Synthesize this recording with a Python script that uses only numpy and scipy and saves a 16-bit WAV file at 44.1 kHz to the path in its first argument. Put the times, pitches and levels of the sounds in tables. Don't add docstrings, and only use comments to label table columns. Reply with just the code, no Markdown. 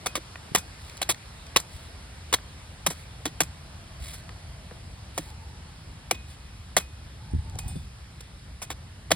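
import sys
import numpy as np
from scipy import signal
from scipy.fft import rfft, irfft, next_fast_len
from scipy.io import wavfile
from scipy.ndimage import uniform_filter1d

SR = 44100
rng = np.random.default_rng(int(sys.argv[2]) if len(sys.argv) > 2 else 0)


def dump_mix(stems):
    frames = np.atleast_2d(stems).T
    limited = np.clip(frames, -1, 1)
    pcm = np.round(limited * 32767).astype(np.int16)
    wavfile.write(sys.argv[1], SR, pcm)


N = 403779

# pitch in Hz, level in dB, time to fall 60 dB in seconds.
NUT_MODES = [(179.3, 0, 0.049), (313, -2, 0.042), (519.4, -2.5, 0.039), (729.5, 2, 0.025), (1177, 0, 0.022),
             (1690, -2.5, 0.012), (2260, -4, 0.03), (2834, 7, 0.035)]


def gain_of(db):
    return 10 ** (np.asarray(db) / 20)


def unit_rms(x):
    return x / np.sqrt(np.mean(x ** 2) + 1e-20)


def spectrum_at(points, hz):
    f, value = np.transpose(points)
    return np.interp(np.log(hz + 1), np.log(f + 1), value)


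def envelope(points):
    return np.interp(np.arange(N) / SR, *np.transpose(points))


def add(mix, start, sound):
    part = mix[round(start * SR):][:len(sound)]
    part += sound[:len(part)]


def coloured(x, eq):
    log_gain = np.log(gain_of(spectrum_at(eq, abs(np.fft.fftfreq(4096, 1 / SR)))))
    taps = np.fft.ifft(np.exp(np.conj(signal.hilbert(log_gain)))).real[:1024]
    return signal.oaconvolve(x, taps / np.linalg.norm(taps))[:len(x)]


def resonate(x, hz, width_hz):
    carrier = np.exp(2j * np.pi * np.cumsum(hz * np.ones(x.shape[-1])) / SR)
    pole = np.exp(-np.pi * width_hz / SR)
    return 2 * (carrier * signal.lfilter([1], np.poly([pole, pole]), x / carrier)).real


def struck(modes, tilt_db, spread_db, detune, swell_hz):
    hz, db, t60 = np.transpose(modes)[:, :, None]
    t = np.arange(SR // 2) / SR
    level_luck, pitch_luck = rng.standard_normal((2, len(modes), 1))
    db = db + tilt_db * np.log2(hz / hz.mean()) + spread_db * level_luck
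    swell = (1 - np.exp(-t * hz ** 2 / swell_hz)) ** 2
    tones = np.sin(2 * np.pi * hz * (1 + detune * pitch_luck) * t)
    return (gain_of(db - 60 * t / t60) * swell * tones).sum(0)


def snaps(samples, per_s, spread_db):
    hit, size, sign = rng.random((3, samples))
    strength = gain_of(-spread_db * np.log(size + 0.00041))
    return unit_rms((hit < per_s / SR) * strength * np.sign(sign - .5))


def hiss():
    # frequency in Hz, level in dB.
    eq = [(60, -10.5), (200, -11.5), (400, -15), (800, -14), (2000, -17), (5000, -20), (6500, -26.5),
          (12300, -28), (13500, -38), (14200, -48)]
    # time in seconds, level in dB.
    fade = [(0.0, -47.5), (8.64, -52.5), (9.16, -52.5)]
    # frequency in Hz, left-right correlation from wide (0) to identical (1).
    band_correlation = [(100, 1), (300, 0.63), (700, 0.56), (1800, 0.2), (3000, 0.33), (5000, 0.33),
                        (6100, 1), (7500, 0.11), (8500, .99), (9600, 0.86), (10800, 0.21), (12000, 1),
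                        (15000, 1)]
    frames, hz = N // 256 + 5, np.fft.rfftfreq(1024, 1 / SR)
    left_re, left_im, apart_re, apart_im, patches = rng.standard_normal((frames, 513, 5)).T
    patches = unit_rms(uniform_filter1d(uniform_filter1d(patches, 12, 0), 14, 1))
    shared = spectrum_at(band_correlation, hz)[:, None]
    left = left_re + 1j * left_im
    right = shared * left + np.sqrt(1 - shared ** 2) * (apart_re + 1j * apart_im)
    spectra = np.array([left, right]) * gain_of(spectrum_at(eq, hz)[:, None] + 1.1 * patches)
    noise = signal.istft(spectra, nperseg=1024, noverlap=768)[1][:, :N]
    return gain_of(envelope(fade)) * unit_rms(noise)


def hums():
    # start and end in seconds, pitch and width in Hz, level in dB.
    tones = [(1.194, 2.2, 664, 120, -63), (3.435, 4.96, 660, 120, -62), (5.195, 5.664, 873, 140, -59),
             (7.163, 7.614, 867, 90, -58.5), (7.499, 7.75, 805, 170, -54)]
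    out = np.zeros(N)
    for start, end, hz, width_hz, db in tones:
        noise = rng.standard_normal(2 * SR)[:round((end - start) * SR)]
        tone = unit_rms(resonate(noise, hz, width_hz))
        add(out, start, gain_of(db) * tone * signal.windows.tukey(len(tone), .4))
    return out


def wind():
    # time in seconds, rumble level in dB.
    strength = [(0.0, -50), (0.12, -47.5), (3.57, -43), (7.09, -44), (7.4, -37), (7.75, -37.5),
                (7.95, -44.5), (8.85, -44), (9.16, -39.5)]
    # start in seconds, level in dB, pitch in Hz,
    # length in cycles, overtones from 0 to 1.
    puff_cues = [(.513, -31.5, 112, 1.4, 0.5), (1.734, -31.5, 71, 2.8, 0.05), (3.999, -31, 70, 3.1, 0.06),
                 (7.327, -19.5, 74.8, 4, 0.78), (7.38, -21.5, 81, 1.7, 0), (7.55, -34, 94, 1.8, 0.26),
                 (7.657, -23, 91, 1.48, 0), (7.752, -34.5, 127.4, 2.6, 1)]
    eddies = rng.standard_normal((2, 1, N)) + 0.095 * rng.standard_normal((2, 2, N))
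    rumble = unit_rms(resonate(eddies[0], hz=68.7, width_hz=58.3))
    buffet = unit_rms(resonate(eddies[1], hz=126, width_hz=105))
    bed = gain_of(envelope(strength)) * (rumble + gain_of(-7.5) * buffet)
    puffs = np.zeros(N)
    for start, db, hz, cycles, richness in puff_cues:
        phase = 2 * np.pi * hz * np.arange(0, cycles / hz, 1 / SR)
        overtones = sum(np.exp(-k * phase / 30) * 0.75 ** (k - 2) * np.sin(k * phase + 1.56 * (k - 1))
                        for k in range(2, 7))
        swing = np.sin(phase) + richness * overtones
        add(puffs, start, gain_of(db) * swing * signal.windows.tukey(len(phase), .6))
    left_puffs = np.roll(puffs, round(.0007 * SR))
    return bed + np.array([left_puffs, puffs])


def rustles():
    # start and length in seconds, level in dB.
    moves = [(0.78, 0.22, -54.5), (1.677, 0.23, -52.5), (2.914, 0.15, -54.5), (3.995, 0.22, -44.5),
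             (5.138, 0.2, -51), (6.267, 0.092, -54.5), (7.56, 0.31, -55)]
    # frequency in Hz, level in dB.
    eq = [(500, -11), (1500, 3.5), (3900, 9), (6000, 1), (11000, 6), (13500, 1), (15500, -9)]
    rise_share = 0.34
    level = sum(gain_of(db) * envelope([(s, 0), (s + rise_share * length, 1), (s + length, 0)]) ** .5
                for s, length, db in moves)
    clumps = gain_of(2.0 * unit_rms(uniform_filter1d(rng.standard_normal(N), 200)))
    return level * unit_rms(coloured(clumps * snaps(N, per_s=6000, spread_db=2.0), eq))


def ticks():
    # start in seconds, level in dB, pitch in Hz.
    cues = [(0.357, -28.5, 1830), (0.897, -32.5, 4130), (0.97, -35, 7900), (0.976, -36, 5170),
            (1.145, -32, 3340), (1.467, -38, 4600), (2.387, -33, 1090), (4.292, -30, 2230),
            (4.711, -37, 1220), (5.302, -41, 6100), (7.497, -39.5, 6000), (7.555, -39, 5000),
            (7.68, -33, 11200)]
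    out, t = np.zeros(N), np.arange(SR // 50) / SR
    attack = 1 - np.exp(-t / 0.00036)
    for start, db, hz in cues:
        spit = 0.86 * unit_rms(resonate(rng.standard_normal(len(t)), hz, 1.47 * hz))
        partials = sum(np.sin(2 * np.pi * ratio * hz * t) for ratio in (.55, .78, 1.02, 1.3)) / 2
        add(out, start, gain_of(db - 60 * t / 0.012) * attack * (partials + spit))
    return out


def blade_chatter():
    start_s, end_s, per_s, db, hz = 7.313, 7.46, 51.5, -47, 9000
    out, t = np.zeros(N), np.arange(SR // 100) / SR
    for s, (size, pitch) in zip(np.arange(start_s, end_s, 1 / per_s), rng.standard_normal((20, 2))):
        level_db = db + 4.4 * np.exp(-(s - start_s) / .015) + 1.5 * size
        tone = np.sin(2 * np.pi * hz * (1 + .03 * pitch) * t)
        add(out, s, gain_of(level_db - 60 * t / 0.0078) * tone)
    return out


def blade_ring():
    # start in seconds, level in dB, contact from edge (0) to flat (1),
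    # favoured pitch in Hz, freedom to ring on from 0 to 1.
    blows = [(.066, -52.5, 0, 2500, .22), (0.59, -57, 0, 2500, 0.16), (3.414, -58, 0, 2500, 0.2),
             (6.111, -49, 0, 2500, 1), (6.301, -50, .7, 3500, 1), (6.79, -57, 0, 2500, 0.7),
             (7.588, -40, 0.9, 7500, .55), (7.683, -44, 1, 8800, 1), (7.756, -51, .9, 3700, 1),
             (8.207, -50, 0.9, 8800, 0.2), (8.622, -47, .8, 8000, .5)]
    mode_hz = [2498, 2501.5, 2990, 3528, 4590, 5105, 6535, 7243, 8008, 8790, 9605, 10450, 11285, 13730,
               15180]
    # level in dB struck on the edge, level in dB struck on the flat,
    # time to fall 60 dB in seconds when ringing freely.
    mode_response = [(3, -8, 1.1), (0, -10, 1.1), (-20, -6, 0.3), (-12, -4, 0.3), (-14, -7, .3),
                     (-20, -7, 0.3), (-10, -12, .35), (-10, -9, 0.3), (-15, -12, 0.35), (-25, 8, 0.17),
                     (-8, -7, 0.2), (-20, -3, 0.13), (-15, -3, 0.11), (-5, -3, .15), (-15, -10, .15)]
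    edge_db, flat_db, t60 = np.transpose(mode_response)
    focus_db_per_octave = 6.0
    out = np.zeros(N)
    for start, db, flat, favoured_hz, freedom in blows:
        octaves_away = abs(np.log2(np.divide(mode_hz, favoured_hz)))
        mode_db = edge_db + flat * (flat_db - edge_db) - focus_db_per_octave * octaves_away
        modes = np.transpose([mode_hz, mode_db, freedom * t60])
        add(out, start, gain_of(db) * struck(modes, 0, spread_db=3.5, detune=0.00016, swell_hz=8000))
    return out


def nut_thuds():
    # start in seconds, peak in dB, brightness in dB per octave.
    cues = [(0.173, -27, -1), (0.565, -35, -33), (2.873, -27.5, -5), (2.908, -28, 9), (3.264, -29, -4),
            (3.413, -28.5, -7.5), (4.296, -43, 6), (4.712, -37, -6.5), (5.187, -29, -5), (6.118, -29, -4),
            (6.298, -52, 8), (6.775, -28.5, -3), (7.555, -38, -1), (7.761, -32, -15), (9.126, -29, -29)]
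    out, soft_blow = np.zeros(N), np.hanning(60)
    for start, db, tilt_db in cues:
        ring = struck(NUT_MODES, tilt_db, spread_db=5.0, detune=0.042, swell_hz=423)
        knock = signal.oaconvolve(soft_blow, ring)
        add(out, start, gain_of(db) * knock / abs(knock).max())
    return out


def fibre_surge(db, length, t60, treble_db, knock_db, knock_hz, crack_db):
    parting_t60_s, strands_db, focus_db_per_octave = 0.013, -13, 5.0
    t = np.arange(SR // 10) / SR
    parting = gain_of(-60 * np.maximum(t - length, 0) / parting_t60_s) + gain_of(strands_db)
    attack = 1 - np.exp(-t / 0.0018)
    tear = gain_of(-60 * t / t60) * parting * attack * snaps(len(t), per_s=12000, spread_db=1.84)
    shove = np.exp(-t / 0.00014) + 0.079 * tear * np.exp(-t / 0.011)
    modes = [(hz, mode_db - focus_db_per_octave * abs(np.log2(hz / knock_hz)), decay)
             for hz, mode_db, decay in NUT_MODES]
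    knock = signal.oaconvolve(shove, struck(modes, 0, spread_db=3.5, detune=0.04, swell_hz=685))
    return (gain_of(db) * tear, gain_of(db + treble_db) * tear, gain_of(db + crack_db) * tear,
            gain_of(db + knock_db) * knock / abs(knock).max())


def chops():
    # start in seconds, bite level in dB, wait for the wedge in seconds, wedge
    # level in dB, its tearing time in seconds, relative treble in dB, the bite's relative knock in dB,
    # favoured pitch of the nut in Hz, the wedge's relative skin crack in dB.
    strokes = [ (0.0592, -24.5, 0.0061, -22.5, 0.0043, 1, -0.5, 497, -39),
               (0.1531, -20, 0.005, -29.5, 0.024, -4, -4, 700, -20.5),
               (0.548, -14.5, 0.0052, -19.5, 0.0089, 0.5, -3.5, 580, -27),
               (1.0152, -26, 0.0099, -30, 0.0069, 1.5, 1, 700, 4.5),
               (1.09, -23, 0.0034, -23, 0.03, 5.5, -2, 280, -1.5),
               (1.561, -13, 0.0064, -15.5, 0.0044, -2.5, 2, 1190, -2.5),
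               (2.3268, -21, 0.0095, -17, 0.01, -1, -1.5, 1300, -6.5),
               (2.863, -20, 0.0048, -23, 0.0041, 5.5, 6, 640, -5),
               (3.2537, -22.5, 0.0081, -24.5, 0.0021, -4, -2.5, 403, -5.5),
               (3.4042, -16, 0.005, -23.5, 0.011, 1, 3.5, 1010, -13),
               (5.177, -26, 0.0052, -30, 0.0031, 3.5, 4.5, 735, -6),
               (6.11, -17, .004, -29, 0.0025, 1, 4, 990, -10),
               (6.766, -13, 0.0065, -23, 0.016, 1, 1.5, 860, -8),
               (7.587, -33, 0.0023, -40.5, 0.0039, 7, -5, 1200, -3),
               (8.617, -37.5, 0.005, -38, 0.031, 4, 3, 500, -21),
               (8.702, -28.5, 0.0059, -35.5, 0.024, -4.5, 2, 550, -18),
               (9.1056, -27, 0.0089, -13.5, 0.0053, -4.5, 6.5, 506, -12)]
    # start in seconds, level in dB, length in seconds,
    # relative treble in dB.
    chips = [(0.569, -32.5, 0.028, -9), (0.582, -40.5, 0.0017, 17), (1.588, -49, .012, 3),
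             (1.599, -45.5, 0.0028, 18), (2.901, -37, 0.035, 4.5), (3.277, -40, 0.0032, -18),
             (3.432, -40, 0.0032, 10), (4.08, -50, .006, 7), (4.133, -45, 0.023, 5),
             (6.144, -42.5, 0.013, -11), (6.796, -41, 0.073, 1.5), (8.205, -43, 0.0054, -0.5)]
    # frequency in Hz, level in dB.
    body_eq = [(200, -9), (500, -0.5), (1300, -1.5), (2100, -1.5), (3500, 2), (4500, -5.5), (6500, -1.5),
               (9000, -17.5)]
    # frequency in Hz, level in dB.
    treble_eq = [(3500, -13), (5500, -1), (8500, -1.5), (10000, -4), (12000, 3), (13500, -6.5),
                 (15500, -20.5)]
    bite_share, bite_t60_s, wedge_t60_s = 0.63, 0.062, 0.099
    surges = []
    for start, bite_db, wait, wedge_db, length, treble_db, knock_db, knock_hz, crack_db in strokes:
        bite = fibre_surge(bite_db, bite_share * wait, bite_t60_s, treble_db,
                           knock_db, knock_hz, crack_db - 13.5)
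        wedge = fibre_surge(wedge_db, length, wedge_t60_s, treble_db, knock_db - 4, knock_hz, crack_db)
        surges += [(start, bite), (start + wait, wedge)]
    for start, db, length, treble_db in chips:
        chip = fibre_surge(db, length, 0.12, treble_db, knock_db=-15, knock_hz=800, crack_db=-15)
        surges.append((start, chip))
    body, treble, skin, nut = np.zeros((4, N))
    for start, feeds in surges:
        for bus, feed in zip((body, treble, skin, nut), feeds):
            add(bus, start, feed)
    split = resonate(signal.unit_impulse(1024), hz=3690, width_hz=2020)
    cracks = signal.oaconvolve(skin, split / np.linalg.norm(split))[:N]
    return coloured(body, body_eq) + coloured(treble, treble_eq) + cracks + nut


def scene():
    near = chops() + nut_thuds() + ticks() + blade_chatter() + blade_ring() + rustles()
    scatter = rng.standard_normal((2, 600)) * np.exp(-np.arange(600) / 100.0)
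    scatter /= np.linalg.norm(scatter, axis=1, keepdims=True)
    reflections = gain_of(-12.0) * signal.oaconvolve(near[None], scatter, axes=1)[:, :N]
    return near + reflections + wind() + hums() + hiss()


def record(dry):
    # frequency in Hz, lead of the left in half turns.
    lead = [(0, 0), (650, -.24), (1900, .05), (2700, .67), (4100, .16), (4800, .3), (5800, 1), (6400, 1),
            (8300, 2), (9900, 2.03), (11800, 3), (13600, 3), (14500, 4)]
    # frequency in Hz, left over right in dB.
    balance = [(100, 0), (600, 1), (2000, 0), (4500, -.5), (7000, 0)]
    bass_cut_hz, band_limit_hz = 45, 16300
    size = next_fast_len(N + 2048)
    hz = np.fft.rfftfreq(size, 1 / SR)
    turn = np.exp(.5j * np.pi * np.interp(hz, *np.transpose(lead)))
    left = gain_of(spectrum_at(balance, hz) / 2) * turn
    bass_cut = 1 / np.sqrt(1 + (bass_cut_hz / (hz + 1)) ** 6)
    pair = irfft(rfft(dry, size) * bass_cut * np.array([left, 1 / left]), size)[:, :N]
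    low_pass = signal.firwin(255, band_limit_hz, window=("kaiser", 7), fs=SR)
    return signal.oaconvolve(pair, low_pass[None], "same")


dry = scene()
out = record(dry)
dump_mix(out)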